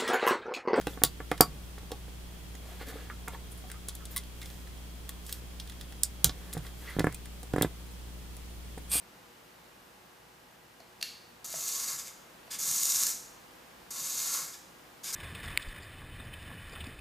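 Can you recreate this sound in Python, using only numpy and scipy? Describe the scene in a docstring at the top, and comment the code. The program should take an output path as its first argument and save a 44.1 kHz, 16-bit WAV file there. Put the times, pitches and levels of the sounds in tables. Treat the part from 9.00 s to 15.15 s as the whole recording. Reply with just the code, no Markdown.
"""A hobby servo in a clamp stand on a desk swings out and back twice: its gear teeth click and slide,
ringing the plastic case and the stand, with harder knocks, short twitches and low drones as the motor speeds up and slows.
A hand-held controller snaps and bumps: bursts of force ring its button and its hollow shell; the stand creaks once.
The small, fairly live room adds decaying noise as echoes, with fan air, microphone hiss and humming tones.
All is heard in stereo, with the servo's direct sound well above its echoes."""
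import sys
import numpy as np
from scipy import signal
from scipy.fft import rfft, irfft
from scipy.io import wavfile

SR = 44100
rng = np.random.default_rng(int(sys.argv[2]) if len(sys.argv) > 2 else 0)


def wrap_up_sound(samples):
    """Save the sound to the file named by the first command line argument, as 16-bit audio."""
    columns = np.atleast_2d(samples).T
    # keep every value between -1 and 1, then stretch to whole-number steps
    tamed = np.clip(columns, -1, 1)
    steps = np.round(tamed * 32767).astype(np.int16)
    wavfile.write(sys.argv[1], SR, steps)


N = 271215
TIME = np.arange(N) / SR


def undb(db):
    """Decibels to gain."""
    return 10 ** (np.asarray(db) / 20)


def unit(x):
    """Scale a response to an energy of one."""
    return x / np.sqrt(np.sum(x ** 2))


def convolve(x, response):
    """Pass a sound through a response."""
    return signal.fftconvolve(x, response)[:N]


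def spectrum(points, hz):
    """Gain at each frequency, interpolated over log frequency from (pitch_hz, level_db) points."""
    point_hz, point_db = np.transpose(points)
    return undb(np.interp(np.log(hz + 1), np.log(point_hz), point_db))


def walk(rate):
    """Random drift through `rate` new values a second; it holds the last value if they run out."""
    steps = rng.standard_normal(N // 100)
    return np.interp(TIME * rate, np.arange(len(steps)), steps)


def causal(gain):
    """The spectrum with these gains whose response dies away soonest (minimum phase)."""
    cepstrum = irfft(np.log(gain + 1e-9))
    half = len(cepstrum) // 2
    cepstrum[1:half] *= 2
    cepstrum[half + 1:] = 0
    return np.exp(rfft(cepstrum))


def body(modes, dips=(), size=8192):
    """Impulse response, of unit energy, of an object with (pitch_hz, width_hz, level_db) modes and dips."""
    f = np.fft.rfftfreq(size, 1 / SR) + 1

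    def bell(hz, width):
        return 1 / (1 + ((f * f - hz * hz) / (f * width)) ** 2)

    power = sum(undb(db) ** 2 * bell(hz, width) for hz, width, db in modes)
    dip_gain = undb(sum(db * bell(hz, width) ** 2 for hz, width, db in dips))
    return unit(irfft(causal(np.sqrt(power) * dip_gain)))


def blows(rows, size=4096):
    """Contact force of (start_s, level_db, length_s) blows: a dying scrape with no colour of its own."""
    force, t = np.zeros(N + size), np.arange(size) / SR
    for start, db, length in rows:
        decay = np.exp(-np.log(1000) * t / length)  # 60 dB down after its length
        scrape = rfft(rng.standard_normal(size) * decay)
        white_scrape = irfft(scrape / causal(np.abs(scrape)))
        first = int(start * SR)
        force[first:first + size] += undb(db) * white_scrape
    return force[:N]


def disperse(x, spread=0.55, stages=(11, 26)):
    """A blow smears in time on its way through plastic parts, keeping its colour (all-pass filters)."""
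    for lag in stages:  # in samples
        poles = np.r_[1, np.zeros(lag - 1), spread]
        x = signal.lfilter(poles[::-1], poles, x)
    return x


# colour of the air noise: pitch_hz, level_db (per Hz, relative)
AIR_COLOUR = [(15, -54), (25, -17), (49, -6.5), (81, -8), (106, -8.5), (181, 0), (213, -2), (363, -3),
              (415, -7), (475, -4), (515, -2.5), (558, -5.5), (856, -4), (2630, -11.5), (9000, -19.5),
              (15000, -19.5)]
# stereo width of the air noise: pitch_hz, side_minus_mid_db
AIR_WIDTH = [(60, -16), (110, -11.5), (200, -10.5), (380, -3), (690, -1.5), (1270, -1), (2350, -1.5),
             (4330, -3.5), (7970, -6.5), (11000, -8), (12000, -29)]
# course of the air noise: time_s, level_db (before the offset air_db)
AIR_LEVEL = [(0.0, -60.5), (1.63, -62.5), (3.77, -59), (6.15, -60)]
# mains and fan tones: pitch_hz, level_db (before the offset hum_db)
HUM_TONES = [(59.2, -77.5), (118.4, -76), (366.1, -75), (479.1, -74.5), (839.8, -76.5), (1626, -76.5),
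             (1922, -81), (2885, -80)]


def background(air_db=4.0, hum_db=0.1, waver=0.00158):
    """Fan air and microphone hiss as coloured noise, with mains and fan tones of slightly wavering pitch."""
    f = np.fft.rfftfreq(N, 1 / SR)
    colour = spectrum(AIR_COLOUR, f)
    mid = irfft(rfft(rng.standard_normal(N)) * colour, N)
    side = irfft(rfft(rng.standard_normal(N)) * colour * spectrum(AIR_WIDTH, f), N)
    gain = undb(air_db + np.interp(TIME, *np.transpose(AIR_LEVEL))) / mid.std()
    hum = np.zeros(N)
    for hz, db in HUM_TONES:
        phase = 2 * np.pi * np.cumsum(hz * (1 + waver * walk(12))) / SR
        hum += undb(db + hum_db) * np.sqrt(2) * np.sin(phase)
    return gain * np.array([mid + side, mid - side]) + hum


# finger touches on the controller, and a creak of the servo stand at 3.477 s:
# start_s, snap_db (button ring), thud_db (shell ring), length_s (contact)
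TOUCHES_AND_CREAK = [(1.801, -30.5, -26.5, 0.038), (2.008, -32, -40, 0.02), (2.012, -16.5, -36, .025),
                     (2.0262, -5, -41, 0.008), (2.0282, -12.5, -37, 0.0085), (2.539, -45, -17, 0.023),
                     (2.583, -43, -27, 0.0084), (3.477, -37.5, -30, 0.015)]
# ring of the button: pitch_hz, width_hz, level_db (relative)
BUTTON_RING = [(2000, 590, -9), (2700, 320, -1), (3560, 550, -6.5), (4340, 380, 2.5), (4500, 390, 1),
               (5600, 650, -8), (6630, 540, -7.5), (10000, 1100, -11), (12400, 660, -10)]
# hollow ring of the shell: pitch_hz, width_hz, level_db (relative)
SHELL_RING = [(648, 72, 3), (790, 120, -34), (1880, 420, -13.5)]


def controller_and_creak():
    """Each touch rings the button and the hollow plastic shell; the stand's creak borrows both rings."""
    snaps = blows([(start, snap_db, length) for start, snap_db, thud_db, length in TOUCHES_AND_CREAK])
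    thuds = blows([(start, thud_db, length) for start, snap_db, thud_db, length in TOUCHES_AND_CREAK])
    return disperse(convolve(snaps, body(BUTTON_RING)) + convolve(thuds, body(SHELL_RING)))


def reverberation(build_s=0.0023, size=32768):
    """Diffuse echoes of the room: noise that builds up, then decays, lasting longest around 4 kHz."""
    t, f = np.arange(size) / SR, np.fft.rfftfreq(size, 1 / SR)
    centres_hz, t60s_s = [700, 4000, 13000], [0.4, 0.61, 0.43]
    noise, tail = rfft(rng.standard_normal(size)), np.zeros(size)
    for share, t60 in zip(np.eye(len(centres_hz)), t60s_s):
        band = irfft(noise * np.interp(f, centres_hz, share))
        tail += band * np.exp(-np.log(1000) * t / t60)
    return unit(tail * (1 - np.exp(-t / build_s)))


# stereo width of the servo and controller: pitch_hz, side_db
SOURCE_WIDTH = [(200, -20), (900, -8), (1800, -30), (3200, -53), (4500, -31.5), (7500, -13), (9500, -8),
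                (11150, 1.5), (11800, -44)]


def room(x, wet_db):
    """Direct sound and echoes in stereo; the side signal is turned by a quarter cycle."""
    mid = x + undb(wet_db) * convolve(x, reverberation())
    across = 0.5 * x + undb(wet_db) * convolve(x, reverberation())
    width = spectrum(SOURCE_WIDTH, np.fft.rfftfreq(N, 1 / SR))
    side = irfft(1j * rfft(across) * width, N)
    return np.array([mid + side, mid - side])


# resonances of servo and stand: pitch_hz, width_hz, out_db (swinging out), back_db (swinging back), relative
SERVO_MODES = [(184, 150, -23.5, -19), (533, 310, -20, -22.5), (900, 280, -42, -25), (1108, 58, -4.5, -8),
               (1343, 120, -7.5, -10.5), (1740, 210, -10.5, -10), (2109, 82, -7.5, -8.5),
               (2740, 570, -13, -19.5), (3610, 610, -13.5, -20.5), (3940, 530, -7.5, -11.5),
               (4475, 140, -2.5, -9), (4930, 410, -4.5, -9.5), (5200, 150, -5, -5.5),
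               (5775, 190, 0.5, -1.5), (6250, 160, -26.5, -14), (6325, 125, 5, 1.5), (6800, 206, 5, 2),
               (7340, 280, 0.5, -20), (7470, 210, 3, 3.5), (7910, 270, -0.5, -6), (8670, 270, -8, -8.5),
               (9110, 740, -5, -6), (10440, 160, -10, -18), (11420, 420, -7.5, -46), (11400, 940, -8, -9.5),
               (12320, 610, -4, -8.5), (13700, 280, -10, -22), (13100, 900, -18.5, -10),
               (14640, 180, -15, -19)]
# dips in the ring of case and stand, some nearly flat: pitch_hz, width_hz, level_db
SERVO_DIPS = [(1216, 36, -9), (1900, 95, -3), (3270, 110, 0.5), (4180, 130, 0), (5540, 160, -0.5),
              (6040, 90, -1), (6780, 120, -1), (7415, 180, -26), (8050, 130, -5)]
STAND_TOP_HZ = 2400  # modes up to here belong to the stand, those above to the case


def case_and_stand(direction):
    """Responses of case and stand; each direction loads the other tooth flanks."""
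    modes = [(hz, width, dbs[direction]) for hz, width, *dbs in SERVO_MODES]
    case = body([mode for mode in modes if mode[0] > STAND_TOP_HZ], SERVO_DIPS)
    stand = body([mode for mode in modes if mode[0] <= STAND_TOP_HZ], SERVO_DIPS)
    return case, stand


def teeth(scatter_db, per_second=4200, slide=0.55):
    """Dense tooth clicks of uneven size over sliding friction; the loose gears bunch them together."""
    size = undb(scatter_db * np.minimum(rng.exponential(size=N), 2 * np.e))
    clicks = (rng.random(N) < per_second / SR) * size * np.sign(rng.standard_normal(N))
    force = clicks / clicks.std() + slide * rng.standard_normal(N)
    flutter_db, surge_db = -1.0 * walk(520), 1.25 * walk(70)
    force = force * undb(flutter_db + surge_db)
    return force / force.std()


SURGE_S = 0.009  # time constant of the jerk from the starting current
BRAKE_DB_PER_S = 116  # the rattle fades at this rate as the motor slows


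def speed_db(start, brake, jerk_db, slow_db, run_up_s):
    """Rattle relative to full speed: the motor jerks, runs up, holds, then brakes."""
    age = np.maximum(TIME - start, 0)
    jerk = jerk_db * np.exp(-age / SURGE_S)
    run_up = -slow_db * np.exp(-age / run_up_s)
    braking = -BRAKE_DB_PER_S * np.maximum(TIME - brake, 0)
    return jerk + run_up + braking


def gate(start, stop, release_s):
    """One while the motor is driven, dying away after it stops."""
    return (TIME >= start) * np.exp(-np.maximum(TIME - stop, 0) / release_s)


# each swing: start_s, brake_s, stop_s, direction (0 out, 1 back), rattle_db (full speed, before case_db),
# shake_db (of the stand, before stand_db), scatter_db (of the tooth clicks)
SERVO_SWINGS = [(2.4433, 2.893, 3.24, 0, -34.5, -53.5, 1.5), (3.585, 4.083, 4.107, 1, -31, -51, 2),
                (4.9055, 5.364, 5.53, 0, -33, -51.5, 0), (6.126, 6.6, 6.67, 1, -29.5, -47, 1.5)]
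# per direction, out then back: jerk_db (at the start), slow_db (below full speed at the start), run_up_s,
# end_db (extra shaking at the end of travel), rising_db (drone speeding up), falling_db (slowing down)
SWING_STROKES = [(8.5, 10, 0.13, 5, -59.5, -62), (0.5, 5, 0.044, 1.5, -59, -69)]
SHAKE_SHARE = 0.5  # dB of shaking in the stand per dB of rattle
END_OF_TRAVEL_S = 0.12  # the stand shakes harder about this long either side of the braking point
DRONE_AFTER_START_S, DRONE_AFTER_BRAKE_S = 0.125, 0.06


def swings(cases, stands, case_db=-0.5, stand_db=0.5, release_s=0.042):
    """The turning gear train rings the case and shakes the stand, which drones twice in each swing."""
    out = np.zeros(N)
    for start, brake, stop, direction, rattle_db, shake_db, scatter_db in SERVO_SWINGS:
        way = int(direction > 0.5)
        jerk_db, slow_db, run_up_s, end_db, rising_db, falling_db = SWING_STROKES[way]
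        speed = speed_db(start, brake, jerk_db, slow_db, run_up_s)
        end_of_travel = end_db * np.exp(-((TIME - brake) / END_OF_TRAVEL_S) ** 2)
        shaking = SHAKE_SHARE * speed + end_of_travel
        force = teeth(scatter_db) * gate(start, stop, release_s)
        out += convolve(force * undb(case_db + rattle_db + speed), cases[way])
        out += convolve(force * undb(stand_db + shake_db + shaking), stands[way])
        out += drone(start + DRONE_AFTER_START_S, rising_db)
        out += drone(brake + DRONE_AFTER_BRAKE_S, falling_db)
    return out


# the hardest knocks of the gears taking up their slack: start_s, level_db
GEAR_KNOCKS = [(2.461, -21), (2.527, -15), (2.681, -10), (2.688, -12), (2.798, -12), (3.713, -7),
               (3.832, -3.5), (3.854, -4), (3.8675, -10), (3.9201, -3.5), (3.9592, -6.5), (4.0343, -1.5),
               (4.067, -4.5)]


def knocks(case, length_s=0.0061):
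    """Short blows of the gears ring the case."""
    return convolve(blows([(start, db, length_s) for start, db in GEAR_KNOCKS]), case)


def drone(centre_s, db, pitch_hz=157.3, half_s=0.025):
    """The rotor's imbalance sways the stand for a few cycles as the motor passes its resonance."""
    age = TIME - centre_s
    swell = np.exp(-(age / half_s) ** 2)
    return undb(db) * np.sqrt(2) * swell * np.sin(2 * np.pi * pitch_hz * age)


# twitches as the motor reverses or settles: start_s, length_s, rattle_db, chatter_db (loose gears)
MOTOR_TWITCHES = [(2.982, 0.02, -39.5, -50), (3.054, 0.026, -48, -51.5), (3.507, 0.045, -39.5, -44),
                  (5.53, 0.013, -49, -51), (6.036, 0.073, -39.5, -46)]
# resonances of the loose gears: pitch_hz, width_hz, level_db (relative)
LOOSE_GEARS = [(1690, 160, -3), (2260, 170, -1.5), (3040, 900, -6.5), (3525, 120, 3.5), (4970, 420, 4)]


def twitches(case, stand, scatter_db=2.0, attack_s=0.013, release_s=0.016, stand_db=-14):
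    """Brief nudges of the motor rattle the case while the unloaded teeth bounce in their backlash."""
    rattle, chatter = np.zeros(N), np.zeros(N)
    for start, length, rattle_db, chatter_db in MOTOR_TWITCHES:
        attack = np.clip((TIME - start) / attack_s + 0.5, 0, 1)
        drive = attack * gate(start - attack_s, start + length, release_s)
        rattle += undb(rattle_db) * drive
        chatter += undb(chatter_db) * drive
    rattling = convolve(teeth(scatter_db) * rattle, case + undb(stand_db) * stand)
    return rattling + convolve(teeth(scatter_db) * chatter, body(LOOSE_GEARS))


def servo():
    """Swings, knocks and twitches travel out through the plastic parts of the servo."""
    cases, stands = zip(*[case_and_stand(direction) for direction in range(2)])
    # knocks and twitches ring with the swinging-back response
    out = swings(cases, stands) + knocks(cases[1]) + twitches(cases[1], stands[1])
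    return disperse(out)


def scene():
    """Servo, controller and creak in the room, over its air and hum."""
    return background() + room(controller_and_creak(), wet_db=-3.5) + room(servo(), wet_db=-6)


def record(dry):
    """A steep elliptic low-pass cuts off the top of the treble, above 15.1 kHz."""
    return signal.sosfilt(signal.ellip(10, 0.2, 70, 15100, fs=SR, output="sos"), dry)


dry = scene()
out = record(dry)
wrap_up_sound(out)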